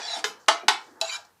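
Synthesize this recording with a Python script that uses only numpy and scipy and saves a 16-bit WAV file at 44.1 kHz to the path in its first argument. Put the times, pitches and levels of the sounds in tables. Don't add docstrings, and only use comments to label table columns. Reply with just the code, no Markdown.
import sys
import numpy as np
from scipy import signal
from scipy.fft import rfft, irfft
from scipy.io import wavfile
from scipy.ndimage import uniform_filter1d

SR = 44100
rng = np.random.default_rng(int(sys.argv[2]) if len(sys.argv) > 2 else 0)


def how_loud(loudness_db):
    steps = np.asarray(loudness_db, float) / 20
    return 10 ** steps


def master(y):
    cut = np.clip(np.atleast_2d(y).T, -1, 1)
    pcm = np.round(cut * 32767)
    wavfile.write(sys.argv[1], SR, pcm.astype(np.int16))


N = 61739
T = np.arange(N) / SR


def rms_one(x):
    return x / np.sqrt(np.mean(x ** 2) + 1e-20)


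def at_hz(points, hz):
    table_hz, value = np.transpose(points)
    return np.interp(np.log(hz), np.log(table_hz), value)


def colour(x, spectrum):
    hz = np.maximum(np.fft.rfftfreq(len(x), 1 / SR), 1)
    return rms_one(irfft(rfft(x) * how_loud(at_hz(spectrum, hz)), len(x)))


def band_pass(x, low_hz, high_hz, order=2):
    return signal.sosfilt(signal.butter(order, [low_hz, high_hz], "band", fs=SR, output="sos"), x)


def drift(rate):
    r = np.exp(-2 * np.pi * rate / SR)
    wander = signal.lfilter([1], [1, -2 * r, r * r], rng.standard_normal(N + SR))
    return rms_one(wander[SR:])


def gate(start, end, edge):
    return .25 * (1 + np.tanh((T - start) / edge)) * (1 - np.tanh((T - end) / edge))


def background():
    # t/s, level/dB
    stir_course = [(0, -36), (0.042, -49.5), (.15, -54.5), (.25, -46), (.45, -61), (.7, -59.5),
                   (.84, -57.5), (.93, -57), (1.0, -58.5), (1.22, -65), (1.32, -65.5), (1.4, -78)]
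    # f/Hz, density/(dB per Hz)
    stir_tone = [(60, -36.5), (200, -24.5), (324, -11), (496, -3.5), (584, -10), (908, -4.5), (1840, -9.5),
                 (2600, -42)]
    # f/Hz, density/(dB per Hz)
    hiss_tone = [(12, -51), (20, -37.5), (81, 1), (638, -4.5), (1030, -2), (2120, -10.5), (15800, -16.5)]
    s, db = np.transpose(stir_course)
    stir_db = np.interp(T, s, db) - 0.5 + 2.5 * drift(6.9)
    stir = how_loud(stir_db) * colour(rng.standard_normal(N), stir_tone + [(6000, -56.5)])
    hiss = how_loud(-66) * colour(rng.standard_normal(N), hiss_tone)
    return stir + hiss


def kitchen():
    # f/Hz, t60/s
    room_decay = [(300, 0.37), (800, 0.32), (2000, 0.26), (4500, 0.25), (8500, 0.2), (10000, 0.19),
                  (12500, 0.17), (15000, 0.12)]
    first_echo_s = 0.0015
    t = T[:SR // 2]
    borders = 100 * 2 ** np.arange(0, 7.6, .5)
    echo = np.zeros(len(t))
    for low, high in zip(borders, borders[1:]):
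        t60 = at_hz(room_decay, np.sqrt(low * high))
        echo += band_pass(rng.standard_normal(len(t)), low, high) * how_loud(-60 * t / t60)
    power = np.abs(rfft(echo)) ** 2
    even = np.sqrt(uniform_filter1d(power, size=600) / uniform_filter1d(power, size=50))
    echo = irfft(rfft(echo) * even, len(t))
    echo = echo * (1 - np.exp(-t / first_echo_s)) * np.clip((t[-1] - t) * 5 - .5, 0, 1)
    return echo / np.sqrt(np.sum(echo ** 2))


def touches():
    # t/s, level/dB, centre f/Hz, width/octaves, length/s
    brushes = [(0.16, -32, 780, 0.5, 0.016), (0.16, -46.5, 270, 0.81, 0.024),
               (0.237, -40.5, 10700, 0.79, 0.035), (0.39, -57.5, 5700, 0.72, 0.042),
               (.461, -52, 4200, 1.2, 0.0014), (0.602, -55, 2400, 0.18, 0.036),
               (0.631, -35.5, 480, 0.98, 0.0059), (0.79, -56, 5500, 1, 0.096),
               (0.859, -52.5, 294.6, 0.64, 0.079), (1.0018, -49.5, 4300, 3.3, 0.0089),
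               (1.172, -45.5, 730, 0.52, 0.028), (1.248, -51, 5300, 0.83, 0.0072),
               (.479, -51, 3400, 0.89, 0.0026), (.682, -48, 14800, .2, .02), (.485, -52.5, 14500, .2, .015),
               (0.62, -50, 190, 1.5, .04), (0.639, -50, 260, 0.63, 0.023), (0.25, -52.5, 210, 1.3, 0.045)]
    out = np.zeros(N)
    for s, db, hz, octaves, length in brushes:
        t = np.maximum(T - s, 0) / length
        half = 2 ** (octaves / 2)
        puff = rng.standard_normal(N) * t * np.exp(-2 * t) + 1e-18
        brush = band_pass(puff, hz / half, hz * half, order=3)
        out += how_loud(db + 4.5) * brush / np.abs(brush).max()
    return out


def weave(start, end, count):
    note_s, low_hz, high_hz = 0.027, 1284, 7610
    pitch, when, size = rng.random((count, 3)).T
    hz = low_hz + (high_hz - low_hz) * (np.arange(count) + pitch) / count
    first = start + note_s / 2
    middle = first + (end - first) * when
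    return [(f, -15.5 - 6 * z, s - note_s / 2, min(s + note_s / 2, end), 0)
            for f, s, z in zip(hz, middle, size)]


def sing(slips, note, narrow):
    hz, db, start, end, glide = note
    width_hz = (0.044 * hz + 74.7) * narrow
    evenness = np.clip(0.091 + 1 - narrow, 0, 1)
    r = np.exp(-np.pi * width_hz / SR)
    turning = np.exp(2j * np.pi * (hz * T + .5 * glide * (T - start) ** 2))
    caught = signal.lfilter([1], [1, -2 * r, r * r], slips / turning)
    held = caught / (np.abs(caught) + 1e-9) ** evenness
    tone = np.real(held * turning) * gate(start, end, 0.0043)
    tone = rms_one(tone) * np.sqrt((end - start) * SR / N)
    flutter_db = narrow * 3 * drift(70)
    return how_loud(db + flutter_db) * tone


def drags():
    # t/s, level/dB
    pressure = [
        [(0, -35.5), (.04, -36), (.13, -33.5), (.2, -34), (.222, -62)],
        [(1.02, -37), (1.075, -38.5), (1.11, -35.5), (1.15, -32.5), (1.172, -35)],
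    ]
    # f/Hz, density/(dB per Hz)
    grit_tones = [
        [(450, -25), (750, -2.5), (1100, -6.5), (1700, -2), (2700, -8), (4500, -3), (7500, -13.5),
         (10500, -22.5), (15000, -40)],
        [(250, -24.5), (900, -2.5), (1600, -1), (2000, -10.5), (4000, -4), (7800, -9), (8800, -22),
         (11500, -19), (14000, -48)],
    ]
    grit_levels = [-5, -4]
    brightening = [73, 37]
    # f/Hz, level/dB, from t/s, to t/s, glide/(Hz/s)
    singing = [
        [(848, -11, 0.0056, 0.19, 0), (799, -7.5, 0.16, 0.185, -9), (707, -14, -0.23, 0.28, -4),
         (1583, -18, 0.13, 0.13, -2), (3420, -8, 0.032, 0.075, 0), (3550, -12.5, 0.068, .195, 0),
         (4070, -2, .074, 0.15, -3500), (3770, -7.5, .129, .15, 0), (4640, -10.5, 0.026, 0.073, 0),
         (4700, -12, 0.095, 0.146, 0), (5470, -10, 0.032, 0.076, 0), (5450, -13, .09, 0.12, 0),
         (5470, -9.5, .118, .166, 0), (5450, -14, .17, .185, 0), (4000, -11.5, 0.025, .06, 0),
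         (6800, -16, 0.065, 0.086, -2), (6900, -16.5, 0.128, 0.166, 0), (6430, -16, 0.096, 0.156, 0),
         (8400, -17.5, 0.145, 0.19, 0), (8900, -22, 0.079, 0.127, 0), (10300, -30, .1, .2, 0)],
        [(860, -11.5, 1.2, 3.1, -10), (1543, -14, 1.11, 1.18, 3), (2645, -7.5, 1.03, 1.09, 900),
         (2447, -7, 1.088, 1.114, 0), (3085, -8.5, 1.095, 1.14, -4), (4010, -3, 1.035, 1.112, -700),
         (3910, -8, 1.12, 1.165, 702), (4540, -5.5, 1.085, 1.13, 1000), (4830, -12.5, 1.128, 1.17, 16995.5),
         (5540, -16, 1.028, 1.066, 0), (6700, -10, 1.035, 1.092, 6000), (6950, -9, 1.1, 1.162, 1000),
         (7430, -13, 1.055, 1.112, 0), (10500, -23, 1.01, 1.165, 0), (11800, -33, 1.03, 1.16, 0)],
    ]
    # f/Hz, level/dB, from t/s, to t/s, glide/(Hz/s)
    locked = [
        [],
        [(2359, -6, 1.116, 1.17, 0)],
    ]
    slips_per_s, slip_spread = 6400, 0.49
    out = np.zeros((2, N))
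    for rows, tone, grit_db, rise, notes, steady in zip(
            pressure, grit_tones, grit_levels, brightening, singing, locked):
        s, db = np.transpose(rows)
        sizes = how_loud(slip_spread * np.minimum(rng.exponential(1, N), 4)) * rng.choice([-1, 1], N)
        slips = sizes * (rng.random(N) < slips_per_s / SR)
        grit = colour(slips, tone)
        growth = how_loud(rise * np.clip(T - s.mean(), -.2, .2))
        grit = how_loud(grit_db) * (grit + (growth - 1) * band_pass(grit, 7700, 15000))
        song = np.zeros(N)
        for note in notes + weave(s[0], s[-1], count=36):
            song += sing(slips, note, narrow=1)
        for note in steady:
            song += sing(slips, note, narrow=0.26)
        begin = s[0] - .02 * (s[0] < .01)
        stroke = how_loud(np.interp(T, s, db)) * gate(begin, s[-1], .004)
        out += np.array([grit, song]) * stroke
    return out


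def chops():
    # t/s, peak level/dB, swell of the low ring/s, crack level/dB, tick level/dB
    blows = [
        (.241, -12.5, 0.0012, -2, -29),
        (0.4827, -3, 0.0025, -2, -21),
        (.682, -5, 0.0033, -0.5, -25.5),
        (1.0129, -11.5, 0.01, -9, -25.5),
    ]
    # f/Hz, level/dB, t60/s
    modes_rung = [
        [(423, -1, 0.07), (510, -7, .06), (2136, -14.5, 0.22), (1440, -5, 0.12), (1677, 1, .07),
         (1736, -6, 0.071), (2054, -4, 0.082), (3554, -23.5, 0.22), (3620, -7, 0.14), (6310, -25, .13)],
        [(375, -16, .08), (654, 2.5, 0.15), (684.4, -8.5, 0.42), (842, 1, 0.12), (890.6, -1.5, 0.12),
         (1190, -5.5, .12), (1220, 5.5, 0.037), (1347, -7.5, 0.11), (1770, -5, 0.15), (2400, -29, .12),
         (3114, -6.5, 0.14), (3850, -15, 0.24), (4486, -12, 0.17)],
        [(410, -12, .2), (725.4, -7.5, .12), (862, -3.5, 0.15), (1016, -13, .1), (1127, -6.5, 0.14),
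         (1360, -13, .2), (2345, -15, .1), (2890, -6.5, .08), (3780, -12, .12), (4790, -1.5, 0.084),
         (6330, -7, 0.073)],
        [(661, 11.5, 0.1), (773, -1, 0.13), (855.6, -2, 0.11), (2634, 3, 0.029), (3380, -1, 0.027),
         (4000, 7.5, 0.037), (4600, -5.5, 0.059), (5440, 1, 0.022), (7070, 2, 0.024), (8400, -19, 0.027),
         (10660, -13.5, 0.061), (7860, -3, 0.025), (11720, -13, .03)],
    ]
    # f/Hz, density/(dB per Hz)
    crack_tones = [
        [(150, -48.5), (250, -18), (434, 1), (795, -11.5), (3330, -11), (6650, -11.5), (15500, -48.5)],
        [(150, -61), (250, -23.5), (583, -19.5), (635, -4.5), (867, -8), (6770, -22), (11500, -37),
         (14000, -56)],
        [(150, -48.5), (250, -16.5), (603, -22.5), (852, -6.5), (2130, -10.5), (3830, -8), (11500, -29),
         (14000, -38)],
        [(200, -41), (420, -8.5), (646, -1), (2020, -21.5), (3960, -6.5), (8000, -18), (8900, -29),
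         (15500, -30)],
    ]
    crack_s, crack_rise_s, tick_s, tick_hz = 0.0065, 0.0016, 0.0015, 8360
    wobble_db, wobble_per_s = 4, 29
    cracks, rings = np.zeros(N), np.zeros(N)
    for (s, db, swell_s, crack_db, tick_db), modes, tone in zip(blows, modes_rung, crack_tones):
        t = np.maximum(T - s, 0)
        burst = (1 - np.exp(-t / crack_rise_s)) * np.exp(-t / crack_s)
        cracks += how_loud(db + crack_db) * burst * colour(rng.standard_normal(N), tone)
        bright = band_pass(rng.standard_normal(N), tick_hz / 2.2, tick_hz * 1.4)
        rings += how_loud(tick_db) * (T > s) * np.exp(-t / tick_s) * bright
        for hz, mode_db, t60 in modes:
            swell = (1 - np.exp(-t * (hz / 700) ** 2 / max(swell_s, 1e-4))) ** 2
            wobble = how_loud(wobble_db * np.tanh(t * wobble_per_s) * drift(wobble_per_s))
            decay = how_loud(db + mode_db - 11 - 60 * t / np.clip(t60, .01, .3))
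            rings += decay * swell * wobble * np.sin(2 * np.pi * (hz * t + rng.random()))
    return cracks, rings


def microphone(x):
    dip_hz, dip_width_hz, dip_db = 561, 172, -16
    dip = signal.lfilter(*signal.iirpeak(dip_hz, dip_hz / dip_width_hz, fs=SR), x)
    return band_pass(x - (1 - how_loud(dip_db)) * dip, 260, 10900)


def scene():
    cracks, rings = chops()
    grit, song = drags()
    grit = grit + touches()
    send = how_loud(-5.5) * cracks + how_loud(-22) * rings + how_loud(-7.5) * grit + how_loud(-17.5) * song
    echoes = signal.fftconvolve(send, kitchen())[:N]
    blade = cracks + rings + grit + song + echoes
    return (microphone(blade) + background())[None]


def roll_off(x):
    return signal.sosfilt(signal.butter(12, 16000, fs=SR, output="sos"), x)


def record(dry):
    ceiling = 1.2
    held = dry / (1 + (dry / ceiling) ** 4) ** .25
    top_cut = signal.cheby2(10, 60, 16600, fs=SR, output="sos")
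    return roll_off(signal.sosfilt(top_cut, held))


dry = scene()
out = record(dry)
master(out)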